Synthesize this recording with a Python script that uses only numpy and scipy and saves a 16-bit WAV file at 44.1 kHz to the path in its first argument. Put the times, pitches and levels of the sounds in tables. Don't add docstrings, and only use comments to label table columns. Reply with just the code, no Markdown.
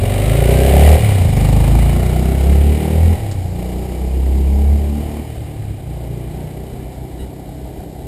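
import sys
import numpy as np
from scipy import signal
from scipy.fft import rfft, irfft
from scipy.io import wavfile
from scipy.ndimage import uniform_filter1d

SR = 44100
rng = np.random.default_rng(int(sys.argv[2]) if len(sys.argv) > 2 else 0)


def wav_out(sig):
    wavfile.write(sys.argv[1], SR, np.round(np.clip(np.atleast_2d(sig).T, -1, 1) * 32767).astype(np.int16))


N = 355887
TIME = np.arange(N) / SR
FREQS = np.fft.rfftfreq(N, 1 / SR)

PASS_S, NEAREST_M, SPEED_M_PER_S, ACCELERATION_M_PER_S2 = 0.65, 4.02, 5.61, 1.78
# (time [s], heading [0 alongside, 1 just behind, 2 far behind])
HEADING = [(.9, 0), (1.35, 1), (1.9, 1), (2.7, 1.8), (4, 2)]
# (throttle opens [s], throttle shuts [s], rate at opening [firings/s],
# rate at shutting [firings/s], bulge of the climb [firings/s], bulge of the fall to the next gear [firings/s])
GEARS = [(0, .95, 22.306, 39.134, -.933, .762), (1.32, 3.13, 24.415, 41.68, -1.317, -3.78),
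         (3.53, 5.19, 29.252, 37.634, .075, 3.55), (5.86, 8.07, 29.068, 32.026, .918, 0)]
OPEN_S, SHUT_S = .15, .035
# (time [s], level change [dB])
SWELL = [(0, 1), (1.1, -1), (1.6, 1), (2.2, -0.5), (2.95, 1.5), (3.5, -1.5), (4.0, -1), (5.15, 2),
         (5.7, -1), (6.35, 2), (7.1, -1), (8.07, -2.5)]

# (time [s], level [dB])
BOOM = [(0, -24.5), (.5, -11.5), (.9, -6.5), (1.35, -16), (1.8, -11), (1.95, -16), (2.39, -12.5),
        (2.51, -8), (2.7, -10), (2.81, -22.5), (3.05, -7.5), (3.55, -23), (3.9, -24), (4.2, -13.5),
        (4.7, -10.5), (5.1, -25.5), (6.05, -28), (8.07, -44)]
# (3rd [dB], 4th [dB], 5th [dB], 6th [dB], 7th and higher multiples of the firing rate [dB])
GEAR_TONES = [(-26, -20.5, -21.5, -33.5, -34.5), (-19.5, -17.5, -15, -18.5, -24.5),
              (-24.5, -20, -20, -14, -26), (-24, -14, -17, -20.5, -26.5)]
# (frequency [Hz], gain [dB])
PIPE_OPEN = [(66, -17), (80, 2.5), (93, 5.5), (125, 1), (160, 1), (190, -2.5), (220, 3.5), (250, -7),
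             (290, -10.5), (390, -1.5), (480, -15)]
# (frequency [Hz], level [dB])
PIPE_SHUT = [(60, -24), (75, -15), (90, -8.5), (108, -11), (122, -19.5), (142, -19.5), (160, -26.5),
             (280, -39.5), (450, -53)]

# (frequency [Hz], relative level [dB])
RASP_NEAR = [(150, -22), (230, 0), (290, -7), (345, -6), (393, 4.5), (470, -6), (549, 3), (630, -4.5),
             (740, -4), (850, -11.5), (980, -36), (1400, -40), (2200, -23.5)]
RASP_BEHIND = [(160, -11), (238, 8), (285, -4.5), (390, 0), (460, 1.5), (550, -3.5), (660, 0), (780, 1),
               (870, -5), (1000, -16), (1400, -12), (2200, -18.5)]
RASP_FAR = [(150, -16), (250, 0.5), (330, 4.5), (400, 0.5), (460, -0.5), (560, -4), (680, -4.5),
            (780, -3.5), (870, -9.5), (1000, -18.5), (1400, -34), (2200, -29)]
# (frequency [Hz], relative level [dB])
CLATTER = [(530, -37), (900, -2.5), (974, -1), (1250, -5), (1520, -7.5), (1910, -1), (2260, 5),
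           (2650, -0.5), (2910, 0), (3280, -6.5), (3940, -8), (4260, -11.5), (5080, -16.5), (6000, -13),
           (7800, -28), (13200, -120)]
# (level nearest at 30 firings/s [dB],
# change with distance [dB/doubling], change with engine speed [dB/doubling], change with throttle shut [dB])
RASP_LAW = (-21, -4, 4, -4.5)
CLATTER_LAW = (-28.5, -6, 6.5, -2)
ROAR_FROM, ROAR_SPAN, ROAR_DB = 27, 3, 4

# (time [s], level [dB])
TYRES = [(0, -61), (1, -46), (3, -52), (5.1, -55.5), (5.8, -65), (8.07, -68)]
# (time [s], level [dB], decay [s])
TICKS = [(3.313, -26, 0.012)]
SQUEAK_S, SQUEAK_LENGTH_S, SQUEAK_HZ = 7.175, 0.078, 975
SQUEAK = [(2, -50), (3, -49), (4, -51)]
# (frequency [Hz], relative level [dB])
HUSH = [(15, -22), (35, -5.5), (62, 7), (110, -9.5), (200, -11.5), (330, -16), (500, -25.5), (760, -13.5),
        (1050, -42), (1500, -32), (2200, -38), (4000, -39.5), (6000, -47)]

# (frequency [Hz], width between 1/e points of the dB curve [Hz], gain [dB])
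CASE = [(2000, 38, 4), (2246, 200, -2.5), (2450, 57, -1), (2607, 266, -5.5), (3016, 27, 4.5),
        (3890, 290, 2.5), (5870, 930, -8.5)]
MIRROR_HZ, EDGE_HZ = 12000, 15350


def motorcycle(boom_echo_db=-23, whine_db=-16, side_db=4, wet_near=0.18, wet_per_doubling=0.096,
               rough_near=0.078, rough_growth=.8, rasp_swell=0.13):
    rate, load, far = engine_speed(), throttle(), remoteness()
    heading, swell_db = curves(HEADING)[0], curves(SWELL)[0]
    turns = np.cumsum(rate) / SR + .3
    alongside = np.clip(1 - heading, 0, 1)
    wet = np.clip(wet_near + wet_per_doubling * far, 0, 1)
    rough = np.clip(rough_near * 2 ** (rough_growth * far), 0, 1)

    low = pipe_tones(turns, rate, load, heading, far)

    teeth = alongside * np.sin(2 * np.pi * 50 * turns + wander(40))
    machinery = clatter(turns, heading) + gain_of(whine_db) * teeth
    machinery = gain_of(side_db * alongside + swell_db) * machinery

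    opening = np.clip((rate - ROAR_FROM) / ROAR_SPAN, 0, 1)
    roar = gain_of(ROAR_DB * alongside * load * opening + rasp_swell * swell_db)
    exhaust = roar * rasp(turns, heading, rough)

    high = loudness(RASP_LAW, far, rate, load) * exhaust
    high = high + loudness(CLATTER_LAW, far, rate, load) * machinery
    low_with_echo = low + gain_of(boom_echo_db) * street(low)
    return low_with_echo + np.sqrt(1 - wet ** 2) * high + wet * street(high)


def engine_speed():
    knots = []
    for opens, shuts, low, high, _, _ in GEARS:
        knots += [(opens, low), (shuts, high)]
    bulges = [bulge for gear in GEARS for bulge in gear[4:]]
    rate = curves(knots)[0]
    for (start, _), (end, _), bulge in zip(knots, knots[1:], bulges):
        u = np.clip((TIME - start) / (end - start), 0, 1)
        rate = rate + bulge * 4 * u * (1 - u)
    return rate


def throttle():
    load = np.ones(N)
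    for old, new in zip(GEARS, GEARS[1:]):
        shuts, opens = old[1], new[0]
        corners = [shuts, shuts + SHUT_S, opens - OPEN_S / 2, opens + OPEN_S / 2]
        load -= np.interp(TIME, corners, [0, 1, 1, 0])
    return load


def remoteness():
    t = TIME - PASS_S
    along_m = SPEED_M_PER_S * t + ACCELERATION_M_PER_S2 * t ** 2 / 2
    return np.log2(np.hypot(NEAREST_M, along_m) / NEAREST_M)


def loudness(law, far, rate, load):
    level_db, far_db, rev_db, shut_db = law
    return gain_of(level_db + far_db * far + rev_db * np.log2(rate / 30) + shut_db * (1 - load))


def pipe_tones(turns, rate, load, heading, far, far_db=-5.0, fading_db=0.54, drift=0.13, waver=0.058,
               waver_hz=12, sub_db=-20, burble_db=2.5, flutter_db=0.4, smear=0.2515):
    boom_db, swell_db = curves(BOOM)[0], curves(SWELL)[0]
    tones_db = curves([(s, *tones) for gear, tones in zip(GEARS, GEAR_TONES) for s in gear[:2]])
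    leads = {2: 2.8 * np.clip(1 - heading, 0, 1), 3: np.interp(3 * rate, [78, 100], [2.8, 0])}
    out = gain_of(boom_db + sub_db) * np.cos(2 * np.pi * turns)
    for k in range(2, 13):
        spread_db = swell_db + far * (far_db + fading_db * wander(6))
        if k == 2:
            pulling_db = boom_db
        else:
            pulling_db = tones_db[min(k, 7) - 3] + read(PIPE_OPEN, k * rate) + spread_db
        coasting_db = read(PIPE_SHUT, k * rate) + spread_db + burble_db * wander(22)
        level = load * gain_of(pulling_db) + (1 - load) * gain_of(coasting_db)
        level = level * (1 + waver * (k - 1) * wander(waver_hz))
        phase = 2 * np.pi * k * (turns - .05) + leads.get(k, 0) - smear * max(k - 4, 0) ** 2
        out = out + level * np.cos(phase + drift * far * wander(2))
    return np.sqrt(2) * gain_of(flutter_db * wander(16)) * out


def rasp(turns, heading, rough, steady=0.082, steady_far=0.32, intake=0.81):
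    drone = np.zeros(N)
    for k in range(6, 48):
        drone += np.cos(2 * np.pi * k * turns + rng.uniform(0, 2 * np.pi) + wander(2))
    turbulence = np.sqrt(SR / 3000) * rng.standard_normal(N)
    gas = np.sqrt(1 - rough) * evened(drone) + np.sqrt(rough) * turbulence

    between = np.interp(heading, [1, 2], [steady, steady_far])
    blow = burst(turns, -.02, .088)
    gulp = intake * np.clip(1 - heading, .25, 1) * burst(turns, 0.595, 0.16)
    drive = (between + blow + gulp) * gas * per_firing(turns, spread_db=1.15)

    out = np.zeros(N)
    for k, points in enumerate((RASP_NEAR, RASP_BEHIND, RASP_FAR)):
        share = np.clip(1 - abs(heading - k), 0, 1)
        out += share * evened(colour(drive, points))
    return out / np.sqrt(uniform_filter1d(out ** 2, size=SR // 8) + 1e-12)


def clatter(turns, heading, steady_side=0.32, steady=0.59, steady_far=0.58, second=0.57, grain_db=0.4):
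    alongside = np.clip(1 - heading, 0, 1)
    from_side = 1.3 * burst(turns, .5, .07) + .7 * burst(turns, .02, .07)
    from_behind = burst(turns, 0.052, 0.1) + second * burst(turns, 0.86, 0.12)
    between = np.interp(heading, [0, 1, 2], [steady_side, steady, steady_far])
    gate = between + alongside * from_side + (1 - alongside) * from_behind
    grit = rng.standard_normal(N) * gain_of(grain_db * wander(410))
    return evened(colour(gate * grit * per_firing(turns, spread_db=1.0), CLATTER))


def burst(turns, at, length):
    age = (turns - at) % 1 / length
    return age * np.exp(-age)


def per_firing(turns, spread_db):
    strengths = gain_of(spread_db * rng.standard_normal(N))
    return strengths[np.floor(turns).astype(int)]


def street(x, t60=0.76, gap_s=.018, count=6):
    out = np.zeros(N)
    for k in range(count):
        signs = rng.choice([-1., 1.], SR)
        taps = signs * (rng.random(SR) < 1500 / SR) * (TIME[:SR] > gap_s)
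        hz, t, z = signal.stft(taps, SR, nperseg=256)
        decay = gain_of(-60 * t * (1 + hz[:, None] / 5000) / t60)
        tail = signal.istft(z * decay, SR, nperseg=256)[1]
        here = np.sqrt(np.clip(1 - abs(TIME / TIME[-1] * (count - 1) - k), 0, 1))
        out += signal.oaconvolve(x * here, tail / np.linalg.norm(tail))[:N]
    return out


def tyres():
    hiss = colour(rng.standard_normal(N), [(1500, -17.5), (4000, -8.0), (5000, -2.5), (5800, -7), (7000, -28.5)])
    return gain_of(curves(TYRES)[0]) * evened(hiss)


def ticks():
    envelope = np.zeros(N)
    for s, db, decay in TICKS:
        envelope += gain_of(db) * (TIME >= s) * np.exp(-abs(TIME - s) / decay)
    noise = colour(rng.standard_normal(N), [(300, -6), (1500, -2), (3000, -6), (5200, -2.0), (6500, -1)])
    return envelope * evened(noise)


def squeak(level_db=-2):
    turns = np.cumsum(SQUEAK_HZ * (1 + .028 * wander(250))) / SR
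    swell = np.sin(np.pi * np.clip((TIME - SQUEAK_S) / SQUEAK_LENGTH_S, 0, 1))
    tone = sum(gain_of(db) * np.sin(2 * np.pi * k * turns) for k, db in SQUEAK)
    return np.sqrt(2) * gain_of(level_db) * swell * tone


def hush(level_db=-34, swell_db=3.5, air_swell_db=1.8):
    noise = evened(colour(rng.standard_normal(N), HUSH))
    rumble = irfft(rfft(noise) / (1 + (FREQS / 300) ** 4), N)
    air = noise - rumble
    swell = wander(12)
    return gain_of(level_db) * (gain_of(swell_db * swell) * rumble + gain_of(air_swell_db * swell) * air)


def gain_of(db):
    return 10 ** (np.asarray(db) / 20)


def evened(x):
    return x / np.sqrt(np.mean(x ** 2) + 1e-20)


def curves(rows):
    s, *columns = np.transpose(rows)
    return [np.interp(TIME, s, c) for c in columns]


def read(points, hz):
    f, value = np.transpose(points)
    return np.interp(np.log(hz + 1), np.log(f + 1), value)


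def colour(x, points, size=8192):
    log_gain = np.log(gain_of(read(points, abs(np.fft.fftfreq(size, 1 / SR)))))
    response = np.exp(np.conj(signal.hilbert(log_gain)))
    taps = np.fft.ifft(response).real[:size // 2]
    return signal.oaconvolve(x, taps)[:N]


def wander(hz):
    steps = rng.standard_normal(int(TIME[-1] * 8 * hz) + 16)
    smooth = evened(np.convolve(steps, np.hanning(9), "valid"))
    return np.interp(TIME, np.linspace(0, TIME[-1], len(smooth)), smooth)


def scene():
    return (motorcycle() + tyres() + ticks() + squeak() + hush())[None]


def record(dry, mirror_db=-3.0, mirror_low_hz=230):
    case_db = sum(db * np.exp(-(2 * (FREQS - hz) / width) ** 2) for hz, width, db in CASE)
    body = rfft(dry[0]) * gain_of(case_db) / np.sqrt(1 + (2 * FREQS / MIRROR_HZ) ** 40)
    low_cut = FREQS ** 2 / (FREQS ** 2 + mirror_low_hz ** 2)
    slope = irfft(body * 2j * FREQS / MIRROR_HZ * low_cut, N)
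    image = 2 * slope * np.cos(2 * np.pi * MIRROR_HZ * TIME)
    image = colour(image, [(6000, 4), (8500, 7.5), (10000, 4.5), (12000, 4), (15000, -1)])
    loud = np.clip(irfft(body, N) + gain_of(mirror_db) * image, -1, 1)
    band_limit = signal.firwin(601, EDGE_HZ, window=("kaiser", 8), fs=SR)
    return signal.oaconvolve(loud, band_limit, "same")[None]


dry = scene()
out = record(dry)
wav_out(out)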